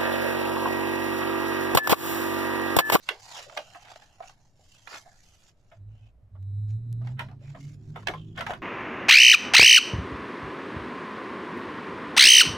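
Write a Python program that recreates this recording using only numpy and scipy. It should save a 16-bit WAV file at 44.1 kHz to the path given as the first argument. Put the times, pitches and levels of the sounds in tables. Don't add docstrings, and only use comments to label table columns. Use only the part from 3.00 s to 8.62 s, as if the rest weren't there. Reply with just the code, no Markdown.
import sys
import numpy as np
from scipy import signal
from scipy.fft import rfft, irfft, next_fast_len
from scipy.io import wavfile
from scipy.ndimage import uniform_filter1d

SR = 44100
rng = np.random.default_rng(int(sys.argv[2]) if len(sys.argv) > 2 else 0)


def materialize(psi):
    bounded = np.clip(np.atleast_2d(psi).T, -1, 1)
    quanta = np.round(bounded * 32767).astype(np.int16)
    wavfile.write(sys.argv[1], SR, quanta)


N = 247842


def from_db(db):
    return 10 ** (np.asarray(db) / 20)


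def rms_one(x):
    return x / np.sqrt(np.mean(x ** 2) + 1e-20)


def in_time(rows):
    seconds, *columns = np.transpose(rows)
    return [np.interp(np.arange(N) / SR, seconds, column) for column in columns]


def at_hz(points, hz):
    point_hz, value = np.transpose(points)
    return np.interp(np.log(hz + 1), np.log(point_hz), value)


def panned(x, pan_db):
    return x * from_db(np.array([[.5], [-.5]]) * pan_db)


def drift(rate_hz):
    step = 40
    r = np.exp(-2 * np.pi * rate_hz * step / SR)
    noise = rng.standard_normal(N // step + 2002)
    slow = signal.lfilter([1], [1, -2 * r, r * r], noise)[2000:]
    return np.interp(np.arange(N) / step, np.arange(len(slow)), rms_one(slow))


# frequency in Hz, level of side over mid in dB.
STEREO_WIDTH = [(25, -10), (90, -17), (300, -10), (700, -12), (1400, -2.5), (3000, -0.5), (9000, -10.5),
                (15000, -7.5)]


def coloured(pair, colour):
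    n = pair.shape[1]
    size = next_fast_len(n)
    hz = np.arange(size // 2 + 1) * SR / size
    top_fade = 1 + (hz / (2 * colour[-1][0])) ** 2
    mid, side = rfft(pair, size) * from_db(at_hz(colour, hz)) / top_fade
    side = side * from_db(at_hz(STEREO_WIDTH, hz))
    return rms_one(irfft([mid + side, mid - side], size)[:, :n])


def resonate(x, hz, width_hz):
    r = np.exp(-np.pi * width_hz / SR)
    feedback = [1, -2 * r * np.cos(2 * np.pi * hz / SR), r * r]
    return signal.lfilter(np.array([1, 0, -1]) * (1 - r * r) / 2, feedback, x)


def glide(x, hz, width_hz, size=256, order=2):
    radius = np.exp(-np.pi * np.abs(width_hz) / SR)
    out = x.copy()
    for _ in range(order):
        state = np.zeros((2, 2))
        for i in range(0, N, size):
            r = radius[i]
            feedback = [1, -2 * r * np.cos(2 * np.pi * hz[i] / SR), r * r]
            block = (1 - r * r) / 2 * out[:, i:i + size]
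            out[:, i:i + size], state = signal.lfilter([1, 0, -1], feedback, block, zi=state)
    return rms_one(out / np.sqrt(1 - radius))


def held(start, length, attack_s, release_s):
    t = np.arange(N) / SR - start
    return np.clip(t / attack_s, 0, 1) * np.exp(-np.maximum(t - length, 0) / release_s)


def off_table(x, strengths):
    out, n = x.copy(), x.shape[1]
    for strength in strengths:
        lag = int(rng.uniform(.0003, .004) * SR)
        out += strength * np.pad(x, [(0, 0), (lag, 0)])[:, :n]
    return out / np.sqrt(1 + np.sum(np.square(strengths), axis=0))


# frequency in Hz, level in dB.
ROOM_COLOUR = [(20, -1), (53, -19.5), (107, -5.5), (204, -21.5), (480, -29), (610, -24), (800, -33),
               (4060, -52.5), (16000, -60)]


def quiet_room(level_db=-61.5):
    return from_db(level_db) * coloured(rng.standard_normal((2, N)), ROOM_COLOUR)


# frequency in Hz, level in dB relative to the hum.
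FAINT_HIGH_TONES = [(3900, -46.5), (7800, -52.5), (11750, -56)]


def faint_high_tones(hum):
    tones = 0
    for hz, db in FAINT_HIGH_TONES:
        turn = 2 * np.pi * np.cumsum(hz + 10 * drift(40)) / SR
        tones = tones + hum * from_db(db) * np.sin(turn)
    return tones


# time in seconds, strength at the start in dB.
DRY_CLICKS = [(3.4276, -46.5), (3.928, -39)]
# frequency in Hz, level in dB.
CLICK_COLOUR = [(800, -6), (5000, 0), (15000, -8)]


def clicks(fade_s=.00012):
    t = np.arange(N) / SR
    strength = 0
    for s, db in DRY_CLICKS:
        strength = strength + from_db(db) * (t >= s) * np.exp(-np.abs(t - s) / fade_s)
    return strength * coloured(rng.standard_normal((2, N)), CLICK_COLOUR)


# start in seconds, length in seconds,
# pitch in Hz, level in dB (around which it wavers).
ROOM_BOOMS = [(2.742, 0.043, 105.8, -47), (2.784, 0.15, 104, -40.5), (2.993, 0.052, 106.3, -44.5),
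              (3.211, 0.038, 104.1, -49.5), (3.311, 0.032, 99.4, -35), (4.03, 0.49, 106, -45.5),
              (4.65, 0.83, 106.1, -44.5), (4.539, 0.092, 281, -53), (4.766, 0.9, 374.8, -60.5),
              (5.429, 0.13, 227.7, -48)]


def booms(attack_s=0.04, release_s=0.025, pitch_wander_hz=7.42 / 2, waver_db=3):
    out = 0
    for start, length, hz, db in ROOM_BOOMS:
        turn = 2 * np.pi * np.cumsum(hz + pitch_wander_hz * drift(14.4)) / SR
        uneven_db = waver_db * np.tanh(drift(23))
        out = out + held(start, length, attack_s, release_s) * from_db(db + uneven_db) * np.sin(turn)
    return out


# time in seconds, engine firing rate in Hz,
# level of the drone in dB before the drone gain.
ENGINE_SPEED = [(3.36, 94.7, -38), (3.54, 100.5, -30), (3.76, 108.8, -27), (3.8, 114.9, -36),
                (3.89, 115.6, -31), (4.0, 116.6, -28), (4.22, 132.3, -39.5), (4.4, 132.8, -45),
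                (4.51, 141.3, -35.5), (4.57, 139.3, -51.5), (4.66, 142.9, -36.5), (4.83, 145.1, -53),
                (4.9, 149, -36.5), (5.12, 157.2, -63), (5.15, 155.1, -38.5), (5.4, 162, -49.5),
                (5.5, 169, -70)]
# multiple of the firing rate, level in dB relative to the road noise.
OVERTONES = [(1.5, -18.5), (2, -10.5)]
# time in seconds, road noise in dB, deep rumble in dB.
VEHICLE_NOISE = [(0, -78.5, -79), (2.7, -81, -72.5), (2.82, -62.5, -54.5), (3.22, -82.5, -60.5),
                 (3.36, -61.5, -58.5), (4.05, -48.5, -54.5), (4.5, -53.5, -58.5), (5.62, -47.5, -58)]
# frequency in Hz, level in dB.
ROAD_COLOUR = [(25, -14.5), (55, 0), (80, -3.5), (140, 4.5), (230, -1), (300, -11.5), (400, -12.5),
               (550, -28), (900, -37)]
RUMBLE_COLOUR = [(20, -8), (30, -5.5), (55, 2.5), (80, -8.5), (200, -38.5)]


def vehicle(waver=0.0097, drone_gain_db=-2.0, overtone_waver_db=5, overtone_wander=0.98):
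    t = np.arange(N) / SR
    firing_hz, drone_db = in_time(ENGINE_SPEED)
    road_db, rumble_db = in_time(VEHICLE_NOISE)
    turn = 2 * np.pi * np.cumsum(firing_hz * (1 + waver * drift(34))) / SR
    pulling = np.clip((t - ENGINE_SPEED[0][0]) / .07, 0, 1)
    shudder_db = 1.6 * drift(14)
    drone = pulling * from_db(drone_db + drone_gain_db + shudder_db) * np.sin(turn) * np.sqrt(2)
    overtones = 0
    for multiple, db in OVERTONES:
        strength = from_db(road_db + db + overtone_waver_db * drift(3.1))
        overtones = overtones + pulling * strength * np.sin(multiple * turn + overtone_wander * drift(10))
    road = from_db(road_db) * coloured(rng.standard_normal((2, N)), ROAD_COLOUR)
    rumble = from_db(rumble_db) * coloured(rng.standard_normal((2, N)), RUMBLE_COLOUR)
    return drone + booms(), overtones + road + rumble


# time in seconds, level in dB, pitch in Hz.
SHEET_FLAPS = [(0.104, -44.5, 434), (0.463, -52.5, 566), (0.574, -54, 553), (1.592, -65.5, 780),
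               (1.917, -57.5, 350), (4.213, -49.5, 648.3), (4.412, -63, 600), (4.96, -50, 430),
               (5.078, -39, 319.4), (5.135, -53.5, 465), (5.385, -43.5, 544), (5.498, -51, 296)]
# frequency in Hz, level in dB.
PUFF_COLOUR = [(190, -31), (330, -2.5), (600, 3), (1800, -43)]


def flaps(rise_s=0.0028, t60=0.18, width_hz=130):
    out = np.zeros((2, N + SR))
    t = np.arange(SR // 2) / SR
    for s, db, hz in SHEET_FLAPS:
        strength = np.minimum(t / rise_s, 1) * from_db(-60 * t / t60)
        push = rng.standard_normal((2, len(t))) * strength
        puff = resonate(coloured(push, PUFF_COLOUR), hz, width_hz)
        puff = puff / np.sqrt(np.mean(puff[:, t < .04] ** 2))
        i = round(s * SR)
        out[:, i:i + len(t)] += from_db(db) * puff
    return out[:, :N]


# start in seconds, length in seconds, swell in dB
# from start to end, then levels in dB, before the gains in sliding(), of the friction hiss,
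# the sheet flutter, the air pocket and the sheet ring.
SLIDING_STROKES = [(-0.02, 0.12, -6, -57.5, -65, -100, -86), (0.086, 0.12, -12, -66, -60, -50.5, -85),
                   (0.147, 0.23, 24.5, -51.5, -59.5, -54.5, -62), (0.348, 0.1, -8, -52.5, -50, -60.5, -69),
                   (0.367, 0.47, -0.5, -61, -62.5, -60, -71), (0.815, 0.27, -27, -62.5, -58.5, -57.5, -94),
                   (1.023, 0.32, -5, -69, -74.5, -69, -78), (1.212, 0.07, 11, -59.5, -66, -64, -68),
                   (1.348, 0.19, -26, -73, -85.5, -72, -102), (1.52, 0.83, -7, -64.5, -76.5, -77, -77.5),
                   (1.703, 0.13, -15, -83, -71, -91, -62), (1.846, 0.083, 6.5, -53, -58, -53, -49.5),
                   (1.926, 0.089, -42.5, -45.5, -49, -43, -53), (1.97, 0.19, 1, -89, -79, -69, -70.5),
                   (2.143, 0.35, 6, -66, -75.5, -83, -80.5), (2.509, 0.26, 6.5, -79.5, -83.5, -81.5, -99.5),
                   (2.858, 0.23, 2.5, -83, -79.5, -80, -76), (3.668, 0.035, 1, -65.5, -68.5, -70.5, -82.5),
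                   (4.026, 0.097, -11.5, -71.5, -63, -54.5, -78), (4.388, 0.14, -6.5, -68, -63.5, -70, -79),
                   (4.446, 0.017, -10, -78, -68, -78, -48), (4.537, 0.2, -9.5, -62.5, -68, -91, -69),
                   (4.753, 0.18, 3, -74, -79, -81, -92.5), (4.931, 0.11, -7, -67.5, -62, -73, -82),
                   (5.123, 0.24, -25, -73.5, -89, -83, -63), (5.351, 0.04, 3, -58.5, -44, -53, -46),
                   (5.456, 0.055, -7, -54.5, -52, -39, -59)]


def strokes(attack_s=0.052, release_s=0.02, ease_in_share=0.14, hiss_follows=0.48):
    t = np.arange(N) / SR
    hiss, flutter, pocket, ring = 0, 0, 0, 0
    for start, length, swell_db, hiss_db, flutter_db, pocket_db, ring_db in SLIDING_STROKES:
        touch = held(start, length, attack_s + ease_in_share * length, release_s)
        pressure = from_db(swell_db * (np.clip((t - start) / length, 0, 1) - .5))
        power = (touch * pressure) ** 2
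        hiss = hiss + (from_db(hiss_db) * touch * pressure ** hiss_follows) ** 2
        flutter = flutter + from_db(flutter_db) ** 2 * power
        pocket = pocket + from_db(pocket_db) ** 2 * power
        ring = ring + from_db(ring_db) ** 2 * power
    return np.sqrt([hiss, flutter, pocket, ring])


def fibres(per_s, spread_db):
    slips = rng.random(N) < per_s / SR
    size_db = spread_db * np.minimum(rng.exponential(1, N), 5)
    return slips * from_db(size_db) * rng.standard_normal((2, N))


# frequency in Hz, level in dB.
SLIP_COLOUR = [(400, -5), (1000, -6), (5000, -10), (12000, -24)]


def crackle(per_s=70, spread_db=-2.5, width_share=0.26, count=9):
    grains = 0
    for hz in np.geomspace(700, 6500, count):
        grains = grains + resonate(fibres(per_s, spread_db), hz, width_share * hz) / np.sqrt(hz)
    return coloured(grains, SLIP_COLOUR)


# time in seconds, pitch in Hz, width of the resonance in Hz.
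POCKET_CURVE = [(0.12, 745, 400), (0.25, 845, 300), (0.365, 845, 340), (0.405, 547, 340), (0.62, 617, 220),
                (0.79, 790, 240), (0.90, 700, 330), (1.42, 804, 260), (1.85, 794, 330), (1.9, 860, 1700),
                (1.98, 810, 1600), (2.04, 735, 190), (5.62, 720, 600)]
# time in seconds, pitch in Hz.
RING_CURVE = [(0.26, 4900), (0.355, 3265), (0.42, 2430), (0.62, 2780), (1.85, 2906), (1.89, 4800),
              (1.99, 4830), (2.04, 1580), (2.18, 1530), (2.3, 2910), (4.6, 2200), (5.1, 3194)]
# frequency in Hz, level in dB.
FLUTTER_COLOUR = [(300, -26), (900, -4), (1400, 5), (2400, 3.5), (3200, 4.5), (4600, -7.5), (8000, -46.5)]
HISS_COLOUR = [(1500, -14), (3000, -12.5), (4700, -2), (7400, -0.5), (8100, -14), (10500, -14),
               (12500, -20), (15000, -21)]


def sliding(pocket_gain_db=-1, octave_db=-10, flutter_gain_db=-2, hiss_gain_db=-1, ring_gain_db=-1,
            crackle_db=-2, ring_width_hz=880, echo=0.95, catch_db=8, count=7):
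    hiss_gain, flutter_gain, pocket_gain, ring_gain = strokes()
    pocket_hz, pocket_width_hz = in_time(POCKET_CURVE)
    ring_hz, = in_time(RING_CURVE)
    slips = fibres(per_s=6000, spread_db=-0.5) + from_db(catch_db) * fibres(per_s=200, spread_db=-7)
    slips = slips * from_db(2.6 * drift(110))
    air = coloured(slips, SLIP_COLOUR)
    low_mode = glide(air, pocket_hz, pocket_width_hz)
    high_mode = glide(air, 2 * pocket_hz, 2 * pocket_width_hz)
    pocket = pocket_gain * from_db(pocket_gain_db) * (low_mode + from_db(octave_db) * high_mode)
    slips = off_table(slips, [echo * drift(6.0) for _ in range(count)])
    ring = glide(coloured(slips, SLIP_COLOUR), ring_hz, np.full(N, ring_width_hz))
    ring = ring_gain * from_db(ring_gain_db) * ring
    shaking = from_db(flutter_gain_db) * coloured(slips, FLUTTER_COLOUR)
    flutter = flutter_gain * (shaking + from_db(crackle_db) * crackle())
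    hiss = hiss_gain * from_db(hiss_gain_db) * coloured(slips, HISS_COLOUR)
    return panned(pocket, pan_db=-1.5) + panned(flutter + ring + hiss, pan_db=-3.0)


def sheet_ring(t, colour, t60, crack_db, ring_hz, ring_db, ring_width_hz, rise_s, room_db, lead_db,
               room_t60=0.16, lead_s=0.011, crack_s=.002, creases_db=2.0, echo=0.35):
    crack = from_db(crack_db - 12.5) * np.exp(-np.abs(t) / crack_s)
    creases = rms_one(uniform_filter1d(rng.standard_normal(len(t)), size=130))
    waves = from_db(-60 * t / t60 + creases_db * creases)
    room = from_db(room_db - 60 * t / room_t60)
    strain = from_db(lead_db) * np.exp(-np.abs(t) / lead_s)
    onset = 1 - np.exp(-np.maximum(t, 0) / rise_s)
    strength = strain + np.sqrt(crack ** 2 + waves ** 2 + room ** 2) * onset
    burst = coloured(rng.standard_normal((2, len(t))) * strength, colour)
    burst = burst + from_db(ring_db) * resonate(burst, ring_hz, ring_width_hz)
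    burst = off_table(burst, echo * rng.choice([-1, 1], size=4))
    return burst / np.sqrt(np.mean(burst[:, t < .025] ** 2))


# time in seconds, force as a level in dB, hollow body and
# bright edge in dB relative to it (before the gains in snaps()), air pocket pitch in Hz, sheet ring
# pitch in Hz, first crack in dB before trims, lean to the left in dB.
BUCKLES = [(0.0878, -14.5, -23, -26.5, 844, 3100, 41, -3.5),
           (0.387, -37.5, -11.5, -11.5, 554, 2300, 29, -3.5), (0.4967, -41, -11, -30, 634, 1300, 42, -4.5),
           (0.525, -47, -4, -37, 650, 1200, 39, -2), (0.5656, -42, 1.5, -13, 644, 1950, 46, -1),
           (0.5733, -22, -11.5, -20.5, 637, 2920, 40, -2.5), (0.7475, -39, -6.5, -44, 722, 1550, 32, -2.5),
           (0.9157, -49.5, -3, -10, 673, 1190, 58, -4), (0.9582, -45.5, -4, -15, 717, 1240, 49, -2),
           (1.0196, -45.5, -13.5, -18.5, 830, 1730, 32, -5.5), (1.2032, -49, 11, -23, 735, 1105, 37.5, 0),
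           (1.223, -41, -15, -25, 610, 1176, 26, -3), (1.295, -47, -9.5, -14.5, 666, 1300, 36, -2),
           (1.873, -35, -17, -33, 1220, 1240, 38, -9), (2.057, -71, 18, -1, 705, 1540, 17, -3),
           (2.076, -68, 6, -24, 700, 1494, 47, 1), (2.715, -47, -6.5, -39, 667, 1250, 25, -1),
           (3.349, -63, 2, -32.5, 540, 1150, 20.5, -4), (4.0101, -56, 0, -23, 526, 1220, 15, -0.5),
           (4.0708, -41, -11, -22.5, 757, 1650, 40, 0), (4.192, -22.5, -16, -30.5, 956, 1472, 33.5, -3),
           (4.2847, -47.5, -9.5, -31, 756, 1470, 33, 0), (4.3122, -55.5, 0.5, -17.5, 763, 1210, 35.5, -1.5),
           (4.5467, -43, -3.5, -41, 697, 1850, 21, -1), (4.9584, -34, -6, -37, 886, 1380, 32.5, -1.5),
           (5.0296, -48.5, -8, -22, 1090, 1320, 52, -1), (5.0711, -18.5, -19.5, -21.5, 970, 2300, 47, -4.5),
           (5.0827, -19, -13.5, -27.5, 720, 1240, 38, 0.5), (5.1366, -32, -4.5, -34, 1044, 1240, 35.5, -2),
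           (5.3748, -25, -17, -41, 609.5, 1440, 9, 3), (5.4074, -21, -15, -29, 682, 1290, 37, -1.5),
           (5.4643, -23.5, -12.5, -29, 823, 1760, 35, -0.5), (5.4954, -36, 3.5, -41, 722, 1190, 44, -2),
           (5.505, -25, -8, -48, 619, 1220, 37, 0.5), (5.5338, -30, -11.5, -29.5, 1017, 1480, 36.5, -2)]
# frequency in Hz, level in dB.
BODY_COLOUR = [(180, -30), (300, -12.5), (420, -8), (650, 4), (950, 0), (1300, -0.5), (2000, -36.5)]
SHEET_COLOUR = [(600, -25), (950, -7), (1250, -2.5), (1750, 1), (2400, -3), (3300, -5.5), (3900, -11.5),
                (4700, -41.5), (7000, -26)]
EDGE_COLOUR = [(2500, -40.5), (3800, 8.5), (6000, 4.5), (7500, -7), (8100, -9), (11000, -12), (15000, -23)]


def snaps(body_gain_db=-4, sheet_gain_db=-15, edge_gain_db=-4, spread=0.053, firm_db=-28,
          strain_db=-21, strain_growth=0.21, body_delay_growth=0.04):
    out = np.zeros((2, N + SR))
    t = np.arange(-SR // 40, SR // 3) / SR
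    for s, db, body_db, edge_db, pocket_hz, sheet_hz, crack_db, pan_db in BUCKLES:
        force_db = db - firm_db
        lead_db = strain_db + strain_growth * min(force_db, 0)
        lasting = from_db(spread * force_db)
        body_rise_s = 0.0068 * from_db(body_delay_growth * force_db)
        hollow_db = 7.0 + 1.54 * max(body_db, 0)
        body = sheet_ring(t, BODY_COLOUR, 0.12 * lasting, crack_db - 5.5, pocket_hz, ring_db=hollow_db,
                          ring_width_hz=55, rise_s=body_rise_s, room_db=-22.5, lead_db=lead_db)
        sheet = sheet_ring(t, SHEET_COLOUR, 0.084 * lasting, crack_db, sheet_hz, ring_db=0.0,
                           ring_width_hz=570, rise_s=0.0075, room_db=-6, lead_db=lead_db)
        edge = sheet_ring(t, EDGE_COLOUR, 0.25 * lasting, crack_db - 2.0, sheet_hz, ring_db=8.5,
                          ring_width_hz=150, rise_s=0.002, room_db=-15.0, lead_db=lead_db)
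        snap = from_db(body_db + body_gain_db) * body
        snap = snap + from_db(sheet_gain_db) * sheet
        snap = snap + from_db(edge_db + edge_gain_db) * edge
        i = round((s + t[0]) * SR)
        out[:, i:i + len(t)] += panned(from_db(db) * snap, pan_db)
    return out[:, :N]


def scene():
    hum, vehicle_rest = vehicle()
    outside = panned(hum + vehicle_rest, pan_db=-1.6)
    high_tones = panned(faint_high_tones(hum), pan_db=-1.6)
    paper = flaps() + sliding() + snaps()
    return quiet_room() + high_tones + clicks() + outside + paper


def record(dry, cutoff_hz=15300):
    low_pass = signal.ellip(10, .2, 80, cutoff_hz, fs=SR, output="sos")
    return signal.sosfilt(low_pass, dry)


dry = scene()
out = record(dry)
materialize(out)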